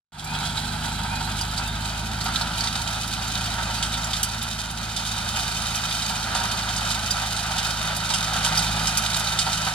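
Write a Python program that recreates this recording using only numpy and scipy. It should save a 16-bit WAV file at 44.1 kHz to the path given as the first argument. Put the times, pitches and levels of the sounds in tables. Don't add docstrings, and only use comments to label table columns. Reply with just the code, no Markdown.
import sys
import numpy as np
from scipy import signal
from scipy.fft import rfft, irfft, next_fast_len
from scipy.io import wavfile

SR = 44100
rng = np.random.default_rng(int(sys.argv[2]) if len(sys.argv) > 2 else 0)


def unload_wav(signal):
    wavfile.write(
        sys.argv[1],
        SR,
        np.round(np.clip(np.atleast_2d(signal).T, -1, 1) * 32767).astype(np.int16),
    )


N = 429534
FFT_SIZE = next_fast_len(N, True)


def from_db(db):
    return 10 ** (np.asarray(db) / 20)

def unit_rms(x):
    return x / np.sqrt(np.mean(x ** 2) + 1e-20)

def in_time(rows):
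    s, *columns = np.transpose(rows)
    return [np.interp(np.arange(N) / SR, s, c) for c in columns]

def in_frequency(rows):
    hz, *columns = np.transpose(rows)
    bins = np.fft.rfftfreq(FFT_SIZE, 1 / SR)
    return [np.interp(np.log(bins + 1), np.log(hz), c) for c in columns]

def filtered(x, response):
    return irfft(rfft(x, FFT_SIZE) * response, FFT_SIZE)[..., :N]

def colour(x, spectrum):
    skirted = [(spectrum[0][0] / 2, -70), *spectrum, (spectrum[-1][0] * 2, -70)]
    return filtered(x, unit_rms(from_db(in_frequency(skirted)[0])))

def resonance(x, hz, t60):
    r, w = from_db(-60 / (t60 * SR)), 2 * np.pi * hz / SR
    gain = np.sqrt((1 - r * r) / 2)
    return signal.lfilter([gain, 0, -gain], [1, -2 * r * np.cos(w), r * r], x)

def drift(corner_hz):
    step, settling = 40, 2000
    r = np.exp(-2 * np.pi * corner_hz * step / SR)
    noise = rng.standard_normal(N // step + settling + 2)
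    slow = signal.lfilter([1], [1, -2 * r, r * r], noise)[settling:]
    return np.interp(np.arange(N) / step, np.arange(len(slow)), unit_rms(slow))

def hiss():
    return rng.standard_normal((3, N))

def timed_hits(times, db):
    hits = np.zeros(N)
    hits[(np.asarray(times) * SR).astype(int)] = from_db(db) ** 2
    return hits

def random_hits(per_s, spread_db):
    occurs = rng.random(N) < per_s / SR
    return occurs * from_db(spread_db * np.clip(rng.standard_normal(N), -2, 2)) ** 2

def decay(energy, t60, rise_s):
    tail = signal.lfilter([1], [1, -from_db(-60 / (t60 * SR)) ** 2], energy + 1e-18)
    pole = np.exp(-1 / (rise_s * SR))
    return np.sqrt(signal.lfilter([1 - pole], [1, -pole], tail))

def grains(per_s, spread_db, t60, rise_s):
    return unit_rms(decay(random_hits(per_s, spread_db), t60, rise_s))

def phase(hz):
    return 2 * np.pi * np.cumsum(hz) / SR

def partial(angle, order, waver_db):
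    tone = np.sqrt(2) * np.sin(order * angle + rng.uniform(0, 2 * np.pi))
    return tone * from_db(waver_db * drift(3.0))


# time in seconds, firing rate in Hz.
TRACTOR_RATE = [(0, 80.5), (1, 80.2), (2.5, 79.4), (4, 78.3), (5.2, 77.6), (6.5, 77.9), (9.74, 77.8)]
# multiple of the firing rate, relative level in dB.
TRACTOR_HARMONICS = [(1, -3), (2, -21), (3, -6.5), (4, -17.5), (5, -18)]

def tractor(first_db=-39.0, last_db=-46.0, dulling_db=-2.0):
    angle = phase(in_time(TRACTOR_RATE)[0])
    away = np.linspace(0, 1, N)
    hum = sum(from_db(db + dulling_db * (k - 1) * away) * partial(angle, k, waver_db=2.0)
              for k, db in TRACTOR_HARMONICS)
    return from_db(first_db + (last_db - first_db) * away) * hum


# time in seconds, crankshaft turns per second.
CRANK_RATE = [(0, 25.2), (.5, 25.55), (1.0, 26.0), (1.35, 25.8), (2.1, 27.1), (3.0, 27.2), (4.2, 27.0),
              (4.8, 27.25), (5.6, 27.1), (6.4, 27.0), (6.9, 26.6), (7.7, 26.85), (8.3, 26.7), (8.9, 26.8),
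              (9.3, 27.0), (9.74, 26.75)]
# time in seconds, then relative levels in dB of the firing note, its twelfth and the rumble.
ENGINE_EFFORT = [(0.35, -40.5, -37, -42), (0.9, -36.5, -38, -39), (1.6, -35, -39.5, -41.5),
                 (2.4, -36.5, -39.4, -39.5), (2.85, -39, -42, -42), (3.45, -36.5, -44.5, -40),
                 (4.0, -36, -42, -41.5), (4.4, -39.5, -45.5, -45), (5.2, -39, -45.5, -41.5),
                 (5.95, -40, -39.5, -43.5), (6.35, -40.5, -46.5, -41), (6.9, -37, -43, -41),
                 (7.5, -38.5, -42, -42), (8.15, -39.5, -37, -41.5), (8.7, -34, -35, -38.5),
                 (9.15, -39.5, -40, -42.5), (9.74, -40, -38, -42.5)]
# multiple of the crank rate, level in dB against the rumble column.
WEAK_ORDERS = [(6.5, -12.5), (7, -9), (7.5, -10.5), (8, -8.5)]
# frequency in Hz, relative spectral density in dB.
EXHAUST_SPECTRUM = [(20, -24), (35, -9), (50, -6), (75, -5), (110, -2), (140, -1.5), (185, 2.5), (222, -1),
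                    (255, -6), (310, -10), (350, -13.5), (470, -17.5), (900, -14.5)]

def diesel(octave_db=-38.5, octave_follows=0.55, puff_depth=0.19):
    angle = phase(in_time(CRANK_RATE)[0])
    firing_db, twelfth_db, rumble_db = in_time(ENGINE_EFFORT)
    swing_db = firing_db - firing_db.mean()
    drone = from_db(firing_db) * partial(angle, order=2, waver_db=0.5)
    drone += from_db(octave_db + octave_follows * swing_db) * partial(angle, order=4, waver_db=0.9)
    drone += from_db(twelfth_db - 1) * partial(angle, order=6, waver_db=1.0)
    drone += sum(from_db(rumble_db + db) * partial(angle, k, waver_db=2.5) for k, db in WEAK_ORDERS)
    puffs = hiss() * (1 + puff_depth * np.cos(2 * angle))
    return drone, from_db(rumble_db + 1) * colour(puffs, EXHAUST_SPECTRUM)


# time in seconds, relative level in dB.
PUMP_LOAD = [(0, -54), (2.1, -53), (2.3, -42.5), (3.2, -46), (4.0, -44), (4.7, -53), (6.2, -51), (9.0, -53),
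             (9.74, -45)]

def pump():
    angle = phase(in_time(CRANK_RATE)[0] * (1 + .0075 * drift(45)))
    return from_db(in_time(PUMP_LOAD)[0]) * partial(angle, order=50, waver_db=1.5)


# frequency in Hz, relative level in dB, t60 in seconds.
PANEL_MODES = [(770, -5.5, .1), (922, 0, .12)]

def panels(knock_energy, flow, ring_db=26.5, stray_db=-3.5):
    stray_energy = random_hits(per_s=12, spread_db=2) * (flow * from_db(stray_db)) ** 2
    blows = from_db(ring_db) * np.sqrt(knock_energy + stray_energy)
    return sum(from_db(db) * resonance(blows + 1e-18, hz, t60) for hz, db, t60 in PANEL_MODES)


# time in seconds, relative level in dB.
CANE_FLOW = [(0.3, -29), (0.45, -30.5), (0.8, -31.5), (1.25, -31), (2.15, -34), (2.3, -31), (3.2, -35),
             (3.62, -33), (4.2, -34.5), (4.65, -38.5), (5.4, -35), (6.1, -35.5), (6.35, -33), (6.7, -35),
             (8.0, -36), (8.55, -33.5), (9.25, -36.5), (9.74, -38.5)]
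# start in seconds, relative peak level in dB.
BILLET_KNOCKS = [(0.324, -30), (0.404, -27.5), (0.988, -32), (1.048, -30), (1.127, -30.5), (1.207, -30),
                 (1.275, -28.5), (1.59, -29), (2.259, -27), (2.41, -29.5), (3.582, -27.5), (3.695, -32.5),
                 (5.368, -32), (6.101, -34), (6.351, -31.5), (6.442, -32.5), (7.214, -35), (7.508, -32.5),
                 (7.894, -39), (8.102, -33), (8.521, -34), (9.467, -30.5), (9.669, -32.5)]
# frequency in Hz, relative spectral density in dB.
HOUSING_SPECTRUM = [(380, -17.5), (470, -15), (560, -11.5), (660, -7.5), (760, -3.5), (830, -4), (930, -2),
                    (1090, -9), (1200, -5), (1330, -2), (1540, -2.5), (1750, -9), (1950, -7.5),
                    (2200, -12.5), (2550, -9.5), (5000, -15)]

def feed_housing(clatter_db=-2.0, knock_db=2.5):
    clatter = from_db(clatter_db) * grains(per_s=70, spread_db=0.5, t60=0.2, rise_s=0.0012)
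    flow = from_db(in_time(CANE_FLOW)[0])
    times, db = np.transpose(BILLET_KNOCKS)
    knocks = decay(timed_hits(times, db + knock_db), t60=0.19, rise_s=0.0012)
    roar = flow * np.hypot(1, clatter)
    out = colour(hiss() * np.hypot(roar, knocks), HOUSING_SPECTRUM)
    out[0] += panels(timed_hits(times, db), flow)
    return out


# start and length in seconds, first pitch in Hz, rise in Hz per second, relative level in dB.
SQUEAK_GLIDES = [(0.238, 0.15, 2320, 1920, -29.5), (1.09, 0.11, 2390, 1100, -34),
                 (1.612, 0.072, 2540, 1500, -30), (1.658, 0.091, 3600, 1190, -31)]

def squeaks(waver_db=3.0, jitter=.009):
    out = np.zeros((3, N))
    unsteady = 1 + jitter * drift(56)
    strength = from_db(waver_db * drift(25))
    for s, length, hz, rise, db in SQUEAK_GLIDES:
        t = np.arange(int(length * SR)) / SR
        span = slice(int(s * SR), int(s * SR) + len(t))
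        swell = from_db(db) * strength[span] * np.sqrt(np.sin(np.pi * t / length))
        angle = phase((hz + rise * t) * unsteady[span])
        out[:, span] += swell * np.sin(angle + rng.uniform(0, 2 * np.pi, (3, 1)))
    return out


# time in seconds, relative level in dB.
LEAF_FLOW = [(0.3, -34), (0.5, -31.5), (2.1, -35), (2.3, -33), (3.8, -32.5), (4.75, -38), (5.4, -31.5),
             (6.35, -34), (7.9, -36), (8.55, -34), (9.74, -35.5)]
# frequency in Hz, relative spectral density in dB.
LEAF_SPECTRUM = [(1200, -8.5), (2200, -14), (2500, 2.5), (2780, -8), (3080, 2), (3400, -5.5), (3660, 4),
                 (4100, -0.5), (4450, -1), (5400, -4.5), (7200, -4.5), (7850, -9), (8400, -7.5),
                 (10200, -10), (12000, -16), (15700, -27.5)]

def shredding(rush_db=-0.5):
    bursts = grains(per_s=55, spread_db=1.7, t60=.1, rise_s=.002)
    fibres = grains(per_s=3000, spread_db=5.0, t60=0.014, rise_s=.0001)
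    envelope = from_db(in_time(LEAF_FLOW)[0]) * np.hypot(from_db(rush_db), bursts * fibres)
    return colour(hiss() * envelope, LEAF_SPECTRUM), envelope

def chopping(chop_db=-10.0):
    clacks = 0
    for hz in np.geomspace(3050, 4500, num=7):
        blows = grains(per_s=4, spread_db=1.5, t60=.04, rise_s=.001)
        clacks += resonance(hiss() * blows, hz, t60=.014)
    return from_db(in_time(LEAF_FLOW)[0] + chop_db) * unit_rms(clacks)


# frequency in Hz, relative level in dB, t60 in seconds.
BLADE_MODES = [(4800, -8, .07), (5745, -8, .08), (6380, -10, .06), (7200, -4, .075), (8300, -7, .08),
               (10050, -3, .08), (10750, -6, .08), (11220, -4, .075), (12400, -8, .07), (13970, -8, .06)]
# start in seconds, relative level in dB, tilt in dB per octave, favoured mode in Hz.
BLADE_BLOWS = [(.243, -30, -8, 7200), (1.411, -30, -14, 4800), (1.675, -34, -8, 4800),
               (2.241, -35, 5, 7200), (3.074, -34, -8, 13970), (3.279, -38, -14, 4800),
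               (3.4575, -38, -6, 4800), (3.832, -38, -3, 10050), (4.043, -33.5, -9, 7200),
               (4.23, -22, 4, 8300), (4.426, -32.5, 2, 10050), (4.7087, -41, -4, 10050),
               (5.36, -36, -9, 7200), (5.754, -31, -8, 13970), (7.108, -29, -9, 4800),
               (7.964, -33.5, -10, 11220), (8.574, -30.5, -15, 5745), (8.972, -25, -5, 10050),
               (9.165, -35, 1, 7200), (9.195, -36, -7, 10050)]

def blade(ping_db=1.5, favour_db=3.5, uneven_db=3.0, detune=.006, pivot_hz=9000):
    times, blows_db, _, _ = np.transpose(BLADE_BLOWS)
    scrape_spectrum = [(hz, db - 6 * max(0, np.log2(hz / pivot_hz))) for hz, db, _ in BLADE_MODES]
    out = colour(hiss(), scrape_spectrum) * decay(timed_hits(times, blows_db), t60=0.074, rise_s=.0003)
    t = np.arange(SR // 5) / SR
    attack = 1 - np.exp(-t / .001)
    for s, blow_db, tilt, favoured_hz in BLADE_BLOWS:
        span = slice(int(s * SR), int(s * SR) + len(t))
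        for hz, mode_db, t60 in 2 * BLADE_MODES:
            favoured = abs(hz / favoured_hz - 1) < .04
            db = blow_db + ping_db + mode_db + tilt * np.log2(hz / pivot_hz)
            db += favour_db * favoured + rng.uniform(-uneven_db, uneven_db)
            detuned_hz = hz * (1 + detune * rng.standard_normal())
            angle = 2 * np.pi * (detuned_hz * t + rng.random((3, 1)))
            out[:, span] += attack * from_db(db - 60 * t / t60) * np.sin(angle)
    return out

def blade_tinkle(crop, touch_db=-18.5, t60_share=0.5):
    contact, out = hiss(), 0
    for hz, db, t60 in BLADE_MODES:
        touches = 7000 / hz * crop * grains(per_s=14, spread_db=2.2, t60=.06, rise_s=.001)
        out += from_db(touch_db + db) * resonance(contact * touches, hz, t60 * t60_share)
    return out


# start in seconds, relative peak level in dB, treble against that level in dB,
# ring of the stalk in Hz, t60 of the break in seconds.
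STALK_BREAKS = [(0.195, -7, -21, 3560, 0.068), (0.348, -11, -28, 3250, 0.069),
                (.4384, -14, -25, 3280, 0.064), (.452, -14.5, -14, 3430, 0.33),
                (.572, -7.5, -35, 3800, 0.13), (1.387, -17, -13, 2930, .22),
                (1.577, -8.5, -20, 4300, 0.091), (2.2103, -10, -20, 4400, 0.07),
                (2.358, -2, -43, 3800, 0.063), (2.411, -7, -29, 4180, .075), (2.6062, -6, -24, 4350, 0.061),
                (2.6394, -14.5, -14, 4500, .2), (2.672, -9.5, -26, 3770, 0.15),
                (2.7535, -8.5, -26, 3870, 0.081), (3.3523, -9, -31, 3750, 0.06),
                (3.4575, -14, -25, 3120, .09), (3.826, -10.5, -13, 3200, .14),
                (3.939, -11.5, -29, 3500, 0.16), (4.132, -8, -24, 3500, 0.14), (4.231, -18, -7, 3060, 0.18),
                (4.4147, -15, -22, 3560, 0.16), (4.588, -22, -10, 3610, 0.25),
                (4.9634, -17.5, -8.5, 3570, 0.38), (5.359, -19, -19, 3000, 0.18),
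                (5.9085, -14, -22, 3550, 0.094), (6.0203, -13.5, -16, 3850, .08),
                (6.348, -17.5, -8.5, 3700, 0.33), (6.688, -13, -26, 3440, 0.067),
                (6.7625, -21.5, -8, 4900, .08), (6.915, -18.5, -12, 3700, 0.077),
                (7.1048, -17, -18, 3700, .08), (7.2544, -17, -30, 3670, 0.074),
                (7.364, -18, -13, 3650, .08), (7.58, -14, -16.5, 3440, .1),
                (8.101, -14.5, -14.5, 3830, 0.12), (8.138, -16, -7.5, 3120, 0.18),
                (8.446, -14, -11, 3140, 0.11), (8.59, -13, -14, 3960, 0.081),
                (8.8707, -11, -16.5, 5170, 0.067), (8.971, -16.5, -19, 3650, 0.091),
                (9.0614, -8.5, -25, 3570, 0.048), (9.144, -13.5, -17, 3700, 0.06),
                (9.2704, -13, -32, 3900, .07), (9.3885, -11, -12, 3650, 0.061),
                (9.53, -16, -14, 4020, 0.08)]
# frequency in Hz, relative spectral density in dB.
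SPLINTER_SPECTRUM = [(500, -28), (1400, 5), (2200, 7), (3100, 10), (3800, 1), (4700, 7.5), (5600, 2.5),
                     (9000, 0), (11500, -12), (15700, -49)]

def stalk_snaps(snap_db=-20.0, edge_db=6.5, treble_hz=6000, ring_db=-13.5):
    times, db, treble_db, _, _ = np.transpose(STALK_BREAKS)
    cracks = hiss() * grains(per_s=8500, spread_db=2.5, t60=0.01, rise_s=.0001)
    splinters = colour(cracks, SPLINTER_SPECTRUM)
    edge = signal.sosfilt(signal.butter(2, treble_hz, "high", fs=SR, output="sos"), splinters)
    out = -edge * decay(timed_hits(times, db + treble_db + edge_db), t60=0.14, rise_s=0.0009)
    for s, level_db, _, hz, t60 in STALK_BREAKS:
        envelope = decay(signal.unit_impulse(SR // 8), t60, rise_s=.0004)
        span = slice(int(s * SR), int(s * SR) + len(envelope))
        snap = splinters[:, span] * envelope
        ring = resonance(cracks[:, span] * envelope, hz, t60=0.006)
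        for part, part_db in ((snap, snap_db), (ring, ring_db)):
            unit_energy = part / np.linalg.norm(part, axis=1, keepdims=True)
            out[:, span] += from_db(level_db + part_db) * np.linalg.norm(envelope) * unit_energy
    return out


# centre in Hz, width in Hz, share of amplitude removed from 0 to 1.
THROAT_NOTCHES = [(2185, 120, .74), (2710, 200, .45), (3380, 150, .5), (4090, 170, .45), (6950, 250, .25),
                  (7800, 300, .6)]

def throat(x):
    for hz, width_hz, share in THROAT_NOTCHES:
        x = x - share * signal.lfilter(*signal.iirpeak(hz, hz / width_hz, fs=SR), x)
    return x


# time in seconds, share hidden behind cane from 0 to 1, ground echo lag in seconds.
LINE_OF_SIGHT = [(0, 1, .00147), (1.3, 1, .00148), (2.2, .3, .00155), (6, 0, .00156), (9.74, 0, .001565)]
# frequency in Hz, gain in dB.
CANE_SCREEN = [(400, -8), (600, -5.5), (900, 2.5), (1150, -4.5), (1550, 0), (1900, -5), (2450, -2.5),
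               (2950, -5.5), (3380, 2.5), (3650, -6), (3980, 3), (4250, -4), (4650, -1), (6250, -4),
               (8000, 0)]

def across_field(paths, echo_db=-16.5, echo_from_hz=3800):
    hidden, lag = in_time(LINE_OF_SIGHT)
    screened = filtered(paths, from_db(in_frequency(CANE_SCREEN)[0]))
    paths = hidden * screened + (1 - hidden) * throat(paths)
    treble = filtered(paths, in_frequency([(echo_from_hz, 0), (echo_from_hz * np.sqrt(2), 1)])[0])
    now = np.arange(N)
    echo = np.array([np.interp(now - lag * SR, now, path) for path in treble])
    return paths + from_db(echo_db) * echo


# frequency in Hz, left over right in dB, left phase lead in radians, coherence from 0 to 1.
MICROPHONE_PORTS = [(100, -1, 0.5, 1), (302, -4.5, 0.1, 0.81), (524, 1.5, 2.5, 0.6), (562, 10, 0, 0.73),
                    (715, 0.5, 0.76, 0.99), (953, -6.5, -1.1, 0.72), (1020, 3.5, 2.5, 0.68),
                    (1324, 1.5, -0.14, 1), (1640, -12.5, 1, 0.86), (1804, 0.5, 2.5, 0.54),
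                    (2250, -1, 0.5, 0.92), (2570, 7, 2.5, 0.54), (2720, -14, 9.5, 0.3),
                    (2790, 6.5, 7, 0.97), (3450, -6, 6, 0.68), (3680, 0.5, 7, 1), (3980, -17, 7, 0.87),
                    (4260, -8, 6.5, 0.91), (4920, -2.5, 8, 0.77), (5760, -9.5, 9, 0.48),
                    (6020, -2, 8.5, 0.7), (6540, -14, 9.5, 0.4), (7020, 1.5, 9, 0.72), (7210, -9, 12, 0.87),
                    (7700, -7, 11.5, 0.44), (8400, -5.5, 14, 1), (9700, -6, 14.5, 0.2),
                    (11740, -2, 17, 0.69), (16000, 2, 16.5, 0.2)]

def microphones(paths):
    balance_db, lead, coherence = in_frequency(MICROPHONE_PORTS)
    sides = np.array([[.5], [-.5]])
    gain = from_db(sides * balance_db)
    gain /= np.sqrt(np.mean(gain ** 2, axis=0))
    direct = filtered(paths[0], gain * np.sqrt(coherence) * np.exp(1j * sides * lead))
    scattered = filtered(paths[1:], gain * np.sqrt(1 - coherence))
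    return direct + scattered


def scene(far_db=-3.5, approach_db_per_s=0.88):
    drone, rumble = diesel()
    leaves, crop = shredding()
    cutting = leaves + chopping() + stalk_snaps() + blade() + blade_tinkle(crop) + squeaks()
    machine = across_field(feed_housing() + cutting)
    nearness = from_db(far_db + approach_db_per_s * np.arange(N) / SR)
    return drone + nearness * pump() + tractor() + microphones(rumble + nearness * machine)

def record(dry, start_s=0.12, first_gain=0.073, fade_s=0.24, cutoff_hz=15800):
    since = np.arange(N) / SR - start_s
    fade = np.where(since < 0, from_db(-73), np.clip(first_gain + since / fade_s, 0, 1))
    return signal.sosfilt(signal.ellip(12, .1, 90, cutoff_hz, fs=SR, output="sos"), dry * fade)


dry = scene()
out = record(dry)
unload_wav(out)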